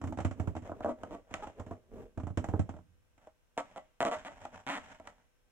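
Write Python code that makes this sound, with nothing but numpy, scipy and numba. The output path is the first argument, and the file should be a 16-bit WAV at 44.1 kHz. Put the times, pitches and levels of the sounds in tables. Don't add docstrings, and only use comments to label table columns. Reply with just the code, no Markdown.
import sys
import numpy as np
from scipy import signal
from scipy.fft import rfft, irfft, next_fast_len
from scipy.io import wavfile
from numba import njit

SR = 44100
rng = np.random.default_rng(int(sys.argv[2]) if len(sys.argv) > 2 else 0)


def wav_out(sig):
    wavfile.write(sys.argv[1], SR, np.round(np.clip(np.atleast_2d(sig).T, -1, 1) * 32767).astype(np.int16))


N = 242991
RING_SIZE = 8192
AGE = np.arange(RING_SIZE) / SR


def undb(db):
    return 10 ** (np.asarray(db) / 20)


def level(x, db, seconds):
    shared = np.atleast_2d(x).mean(0)[:int(seconds * SR)]
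    return x * undb(db) / np.sqrt(np.mean(shared ** 2))


def decay(t60):
    return np.exp(-np.log(1000) * AGE / t60)


def colour(x, points):
    size = next_fast_len(x.shape[-1] + RING_SIZE // 2, True) * 2
    hz, db = np.transpose(points)
    grid = np.maximum(np.arange(size // 2 + 1) * SR / size, 1)
    gain = undb(np.interp(np.log(grid), np.log(hz), db))
    cepstrum = irfft(np.log(gain))
    cepstrum[1:size // 2] *= 2
    cepstrum[size // 2 + 1:] = 0
    return irfft(rfft(x, size) * np.exp(rfft(cepstrum)), size)[..., :x.shape[-1]]


def stereo_noise(size, width):
    mid, side = rng.standard_normal((2, size))
    return np.array([mid + width * side, mid - width * side]) / np.hypot(1, width)


def play(force, response):
    return signal.fftconvolve(force[None], response, axes=1)[:, :len(force)]


def blend(first, second, db, seconds):
    return level(first, 0, seconds) + level(second, db, seconds)


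def add(out, start_s, sound, pan_db):
    start = max(int(start_s * SR), 0)
    sound = sound[:, :N - start]
    out[:, start:start + sound.shape[1]] += sound * undb([[pan_db / 2], [-pan_db / 2]])


# (pitch [Hz], relative level [dB])
HUSH_COLOUR = [(12, -53.5), (20, -4), (60, -8.5), (130, -20.5), (459, -25), (499, -25), (923, -28),
               (2390, -32.5), (2600, -31), (3950, -37.5), (4810, -42.5), (5230, -36), (16000, -45.5)]
# (pitch [Hz], level [dB])
HUM_NOTES = [(495, -85.5), (1558, -90.5)]
def room_hush(noise_db=-75.5):
    hum = sum(undb(db) * np.sin(2 * np.pi * hz * np.arange(N) / SR) for hz, db in HUM_NOTES)
    noise = colour(stereo_noise(N, 0.9), HUSH_COLOUR)
    return level(noise, noise_db, N / SR) + hum


def ringing(notes, detune, width):
    hz, db, t60 = np.transpose(notes)
    tune, strength, lean = rng.standard_normal((3, len(hz)))
    phase = 2 * np.pi * (hz * (1 + detune * tune))[:, None] * AGE
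    fade = undb(db + 2 * strength)[:, None] * decay(t60[:, None])
    lean = min(width, 1) * np.tanh(lean)[:, None]
    return np.array([(fade * np.sin(phase + ear * lean)).sum(0) for ear in (1, -1)])


def ripples(force, points, t60, direct, width):
    fade = decay(t60) ** 2
    energy = np.abs(play(force ** 2, fade[None] / fade.sum()))
    scattered = np.sqrt(energy) * stereo_noise(len(force), min(width, 1))
    return colour(direct * force + scattered, points)


# (pitch [Hz], relative level [dB], fade time [s])
BELLY_NOTES = [(182.5, -6, 0.012), (240, 6, 0.14), (284.3, 7.5, 0.13), (316.2, 1.5, 0.13),
               (444.5, -4, 0.093)]
LOW_AIR_NOTES = [(537, -4, 0.032), (624.4, -6, 0.27), (665.6, -1, 0.12), (787, -6, 0.11), (935, 1.5, 0.031),
                 (1020, -18, 0.062), (1134, -2.5, 0.1)]
HIGH_AIR_NOTES = [(1237, 6, 0.045), (1307, 4.5, 0.14), (1513, 0.5, 0.1), (1830, -6.5, 0.15),
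                  (1978, 0.5, 0.11), (2175, -8, 0.16), (2390, -15, 0.068), (3060, -6, 0.053)]
# (pitch [Hz], relative level [dB])
SKIN_COLOUR = [(200, -50), (400, -15.5), (600, 10), (1100, -3), (1500, -6), (3000, -52)]
SLAP_COLOUR = [(500, -62), (900, -4), (1300, -1), (2000, -6), (3200, -13.5), (4300, -25.5), (7000, -54.5)]
TICK_COLOUR = [(2500, -25), (4400, -14.5), (5500, -4), (7300, 0.5), (8600, -7), (10500, -22),
               (15500, -28.5)]
def balloon(force, seconds, ring_hz, ripple_db, belly_db, slap_db, tick_db,
            ring_t60, slap_t60, tick_t60, direct, low_air_db, high_air_db, detune):
    belly = play(force, ringing(BELLY_NOTES, detune=2 * detune, width=.5))
    belly = colour(belly, [(70, -14.0), (190, -6.5), (450, -4.5), (1200, -13.5)])
    patch = play(force, np.sin(2 * np.pi * ring_hz * AGE) * decay(ring_t60) * np.ones((2, 1)))
    skin = ripples(signal.unit_impulse(RING_SIZE), SKIN_COLOUR, t60=0.089, direct=0.57, width=0.099)
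    ring = blend(patch, play(force, skin), ripple_db, seconds)
    low_air = play(force, ringing(LOW_AIR_NOTES, detune=detune, width=0.52))
    ring = blend(ring, low_air, low_air_db, seconds)
    ring = colour(ring, [(150, -35), (450, 4), (1200, 3.5), (4000, -10.5)])
    slap = ripples(force, SLAP_COLOUR, slap_t60, direct, width=0.68)
    high_air = play(force, ringing(HIGH_AIR_NOTES, detune=detune / 2, width=0.2))
    slap = blend(slap, high_air, high_air_db, seconds)
    tick = ripples(force, TICK_COLOUR, tick_t60, direct, width=1.0)
    parts = (belly, belly_db), (ring, 0), (slap, slap_db), (tick, tick_db)
    return sum(level(part, db, seconds) for part, db in parts)


# (pitch [times the main pitch], relative level [dB], fade time [s])
WOBBLE_NOTES = [(.5, -18.5, 0.15), (.84, -8.5, 0.23), (1, 5, 0.095), (1.5, -5, 0.024)]
def wobble(main_hz=92.6):
    notes = [(multiple * main_hz, db, t60) for multiple, db, t60 in WOBBLE_NOTES]
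    thud = ringing(notes, detune=.01, width=0.79)
    return colour(thud, [(25, -17), (60, 0.0), (170, 11), (600, -28)])


# (time [s], ring level [dB], ring pitch [Hz], wobble [dB above the ring], slap [dB above the ring])
PATS = [(0.0145, -51, 720, 3, -10), (0.0392, -46.5, 550, 8.5, -10), (0.073, -54, 650, 12, -4),
        (0.124, -45, 865, -2, -15.5), (0.1735, -49.5, 784, 6.5, -9), (0.187, -39, 548, -6, -15.5),
        (0.203, -47, 695, 5.5, -5.5), (0.2485, -41, 590, 10.5, -6.5), (0.311, -49, 586, 3, -8),
        (0.3981, -44.5, 650, 11.5, -10.5), (0.474, -47.5, 670, 14, -12.5), (0.552, -48, 870, 0, -15),
        (0.5648, -44, 715, 0, -12), (0.622, -61, 600, 14, -7), (0.6953, -44.5, 656, -6.5, -30.5),
        (0.7178, -42, 640, -12.5, -27.5), (0.8063, -44, 690, -12, -23), (0.846, -32.5, 618, -20, -26.5),
        (0.8597, -33, 653, -17.5, -30), (1.034, -43, 640, -12, -14), (1.312, -59, 696, 4, -19),
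        (1.3403, -44, 576, -12.5, 2.5), (1.4709, -49.5, 756, -5.5, -12.5), (1.597, -49.5, 660, 5.5, -11),
        (1.6646, -57, 557, 8, -10.5), (1.7106, -44.5, 680, -2, -24), (2.175, -47, 540, 8, -16),
        (2.2, -51.5, 636, 3, -14), (2.2335, -54.5, 680, 17, -14), (2.2694, -48, 630, 6.5, -13.5),
        (2.303, -58, 604, 17, -16.5), (2.3733, -40.5, 620, 9, -6.5), (2.4423, -42, 800, -6.5, -10.5),
        (2.4868, -45.5, 624, 8.5, -13), (2.537, -38, 430, 7.5, -31.5), (2.5939, -43, 627, 13.5, -10.5),
        (2.6918, -47.5, 800, 3, -12), (2.74, -58, 595, 7.5, -18), (2.7656, -54.5, 630, -6, -19),
        (2.788, -62, 620, 7.5, -18), (3.1787, -73, 730, -3, 0), (3.2717, -53.5, 620, -31, -17.5),
        (3.569, -54.5, 720, -21.5, -22), (3.577, -43, 631, -25, -13.5), (4.4524, -42.5, 813, -27, -12.5),
        (4.9989, -52, 649, -15.5, -14), (5.0728, -54.5, 740, -16.5, 2)]
def pats(onset_s=.025):
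    out = np.zeros((2, N))
    kick = signal.unit_impulse(RING_SIZE)
    for start_s, ring_db, ring_hz, wobble_db, slap_db in PATS:
        ripple_db = 6 + 0.21 * wobble_db + .3 * slap_db
        belly_db = 0.5 + 0.47 * wobble_db + 0.027 * slap_db
        tick_db = -12.5 + .03 * wobble_db + 0.96 * slap_db
        pan_db = -2.6 - 0.1 * wobble_db + .01 * slap_db
        skid = np.interp(wobble_db, [-12, 0], [.3, 1])
        skin = balloon(kick, onset_s, ring_hz, ripple_db, belly_db, slap_db, tick_db,
                       ring_t60=.04, slap_t60=0.081 * skid, tick_t60=.085 * skid,
                       direct=0.17 / skid, low_air_db=-18.5, high_air_db=-7.5, detune=0.018)
        thud = level(wobble(), wobble_db, onset_s)
        add(out, start_s, undb(ring_db) * (skin + thud), pan_db)
    return out


@njit
def moving_band(x, hz, width):
    out, band, low = np.empty(len(x)), 0., 0.
    for i in range(len(x)):
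        step = np.tan(np.pi * hz[i] / SR)
        passed = (band + step * (x[i] - low)) / (1 + step * (step + width))
        band = 2 * passed - band
        low += 2 * step * passed
        out[i] = width * passed
    return out


# (time [s], length [s], level [dB], ring pitch [Hz])
STROKES = [(0.053, 0.052, -50.5, 249), (0.213, 0.08, -54, 510), (0.387, 0.12, -51.5, 370.6),
           (0.656, 0.025, -48.5, 580), (0.76, 0.14, -53, 434), (0.996, 0.083, -55.5, 510),
           (1.117, 0.027, -48.5, 527), (1.206, 0.1, -70.5, 504), (1.318, 0.16, -51.5, 642),
           (1.58, 0.034, -52.5, 437), (1.687, 0.036, -51, 484), (1.75, 0.17, -72.5, 443),
           (1.94, 0.093, -49, 408), (2.16, 0.18, -69.5, 380), (2.419, 0.16, -50.5, 371),
           (2.587, 0.16, -62, 494), (3.221, 0.033, -64, 770), (3.651, 0.16, -61.5, 726),
           (4.168, 0.023, -50, 910), (4.31, 0.07, -56, 774), (4.421, 0.026, -51.5, 790),
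           (4.548, 0.027, -50, 778), (4.794, 0.14, -54.5, 904), (5.054, 0.05, -59, 720),
           (5.183, 0.018, -67.5, 790)]
def strokes(rise_db_per_s=421, fall_db_per_s=268):
    t = np.arange(N) / SR
    start_s, length, db, hz = np.transpose(STROKES)[:, :, None]
    before, after = np.maximum(start_s - t, 0), np.maximum(t - start_s - length, 0)
    power = undb(db - rise_db_per_s * before - fall_db_per_s * after) ** 2
    total = power.sum(0)
    return 10 * np.log10(total), (power * hz).sum(0) / total


# (pitch [Hz], relative level [dB])
HISS_COLOUR = [(600, -16.5), (1400, 7), (2200, -1.5), (3300, -8), (4400, -22), (5600, -13), (7500, -12.5),
               (10500, -36.5), (15500, -41.5)]
def sliding(slips_per_s=800, scatter_db=3):
    slide_db, ring_hz = strokes()
    seconds = N / SR
    slipped = rng.random(N) < slips_per_s / SR
    force = slipped * undb(scatter_db * np.minimum(rng.exponential(size=N), 4))
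    patch = level(moving_band(moving_band(force, ring_hz, 0.8), ring_hz, 0.8), 0, seconds)
    air = level(play(force, ringing(LOW_AIR_NOTES, detune=0.0014, width=.25)), -7, seconds)
    belly = level(play(force, ringing(BELLY_NOTES[1:], detune=0.0076, width=0.47)), -8, seconds)
    sway = colour(stereo_noise(N, 0.8), [(15, -23.5), (35, 4.5), (85, 2.5), (130, -0.5), (300, -45)])
    sway = level(sway, -9, seconds)
    slack = 500 / ring_hz
    body = patch + air / slack + belly * slack ** 2
    body = colour(body, [(80, -9.5), (230, 4.5), (1200, -7.5), (4000, -11.5)])
    hiss_db = -15.5 + 13 * np.log2(ring_hz / 500)
    hiss = level(ripples(force, HISS_COLOUR, t60=0.028, direct=0.86, width=1.0), 0, seconds)
    return undb(slide_db) * (body + slack * sway + undb(hiss_db) * hiss)


def slips(length, first_hz, last_hz, uneven, swell_db, max_slips=64):
    force, now = np.zeros(int(length * SR) + 1), 0
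    for wait, strength_db in rng.standard_normal((max_slips, 2)):
        if now >= length:
            break
        progress = now / length
        period = 1 / (first_hz + (last_hz - first_hz) * progress)
        late = abs(uneven * wait) * min(period, now)
        force[int(min(now + late, length) * SR)] = undb(swell_db * progress + strength_db)
        now += period
    force[0] *= np.sqrt(2)
    return force


# (time [s], length [s], first slip rate [Hz], last slip rate [Hz],
# unevenness [0-1], swell [dB], ring level [dB], ring pitch [Hz],
# belly [dB above the ring], slap [dB above the ring])
CREAKS = [(0.825, 0.014, 691, 905, 0.03, 8.5, -66.5, 900, 5, 11.5),
          (0.866, 0.027, 195, 261, 0.27, 7.5, -36, 571, -6.5, -27),
          (0.896, 0.027, 309.4, 321, 0.21, -6, -41.5, 598, -2, -16.5),
          (1.109, 0.044, 159.7, 192.2, 0.2, 3, -47, 678, 0, -13),
          (1.424, 0.021, 412.6, 425, 0.02, 3, -41, 844, -13, -12.5),
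          (1.722, 0.012, 204, 263, 0.17, -9, -46, 692, -8, -35),
          (3.577, 0.031, 318.3, 249.5, 0.16, -9, -35, 700, -12.5, -6),
          (3.761, 0.023, 151.4, 210.8, 0.2, 5, -44, 723, -13.5, -9),
          (4.0051, 0.027, 125.5, 145.8, 0.09, 0, -29.5, 682, -12.5, -7.5),
          (4.051, 0.035, 125.1, 336, 0.17, -5, -31.5, 670, -8, -7.5),
          (4.1136, 0.041, 207.6, 318.5, 0.1, -4.5, -35.5, 687, -17, -7),
          (4.2492, 0.033, 177, 335, 0.07, 0, -47.5, 744, -8.5, -0.5),
          (4.6663, 0.03, 129.9, 148, 0.05, 4.5, -42, 976, -6, 1),
          (4.701, 0.048, 274.4, 280, 0.11, -0.5, -42, 1010, -2.5, 2.5),
          (4.753, 0.034, 209.6, 191.5, 0.15, 1, -44.5, 998, -7.5, 1.5)]
def creaks():
    out = np.zeros((2, N))
    for start_s, length, *slip_settings, ring_db, ring_hz, belly_db, slap_db in CREAKS:
        ripple_db = 1.4 + .5 * slap_db
        tick_db = -16 + 0.74 * slap_db
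        force = np.pad(slips(length, *slip_settings), (0, RING_SIZE))
        skin = balloon(force, length, ring_hz, ripple_db, belly_db, slap_db, tick_db,
                       ring_t60=0.062, slap_t60=.012, tick_t60=.014,
                       direct=1.4, low_air_db=-3, high_air_db=-4, detune=.003)
        add(out, start_s, undb(ring_db) * skin, pan_db=-0.5)
    return out


def room_echo(x, early_t60=0.11, late_t60=0.92, gap_s=.012):
    age = np.arange(SR) / SR
    fades = (np.exp(-np.log(1000) * age / t60) for t60 in (early_t60, late_t60))
    tails = (stereo_noise(SR, 0.76) * fade for fade in fades)
    early, late = (tail / np.sqrt(np.sum(tail ** 2) / 2) for tail in tails)
    early = colour(early, [(80, 9.5), (500, 2.2), (1500, 0.44), (8000, 6.5), (14000, 3.5)])
    late = colour(late, [(80, 6.0), (300, -3.5), (700, -8.5), (2500, 5.5), (6000, 5.5), (12000, -2.5)])
    echo = np.pad(undb(-15) * early + undb(-22) * late, ((0, 0), (int(gap_s * SR), 0)))
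    return signal.fftconvolve(x, echo, axes=1)[:, :N]


def scene():
    touches = pats() + creaks() + sliding()
    return touches + room_echo(touches) + room_hush()


def record(dry, lag_samples=4, top_hz=15800):
    left = np.pad(dry[0], (lag_samples, 0))[:N]
    treble_cut = signal.ellip(8, .2, 70, top_hz, fs=SR, output="sos")
    return signal.sosfilt(treble_cut, np.array([left, dry[1]]))


dry = scene()
out = record(dry)
wav_out(out)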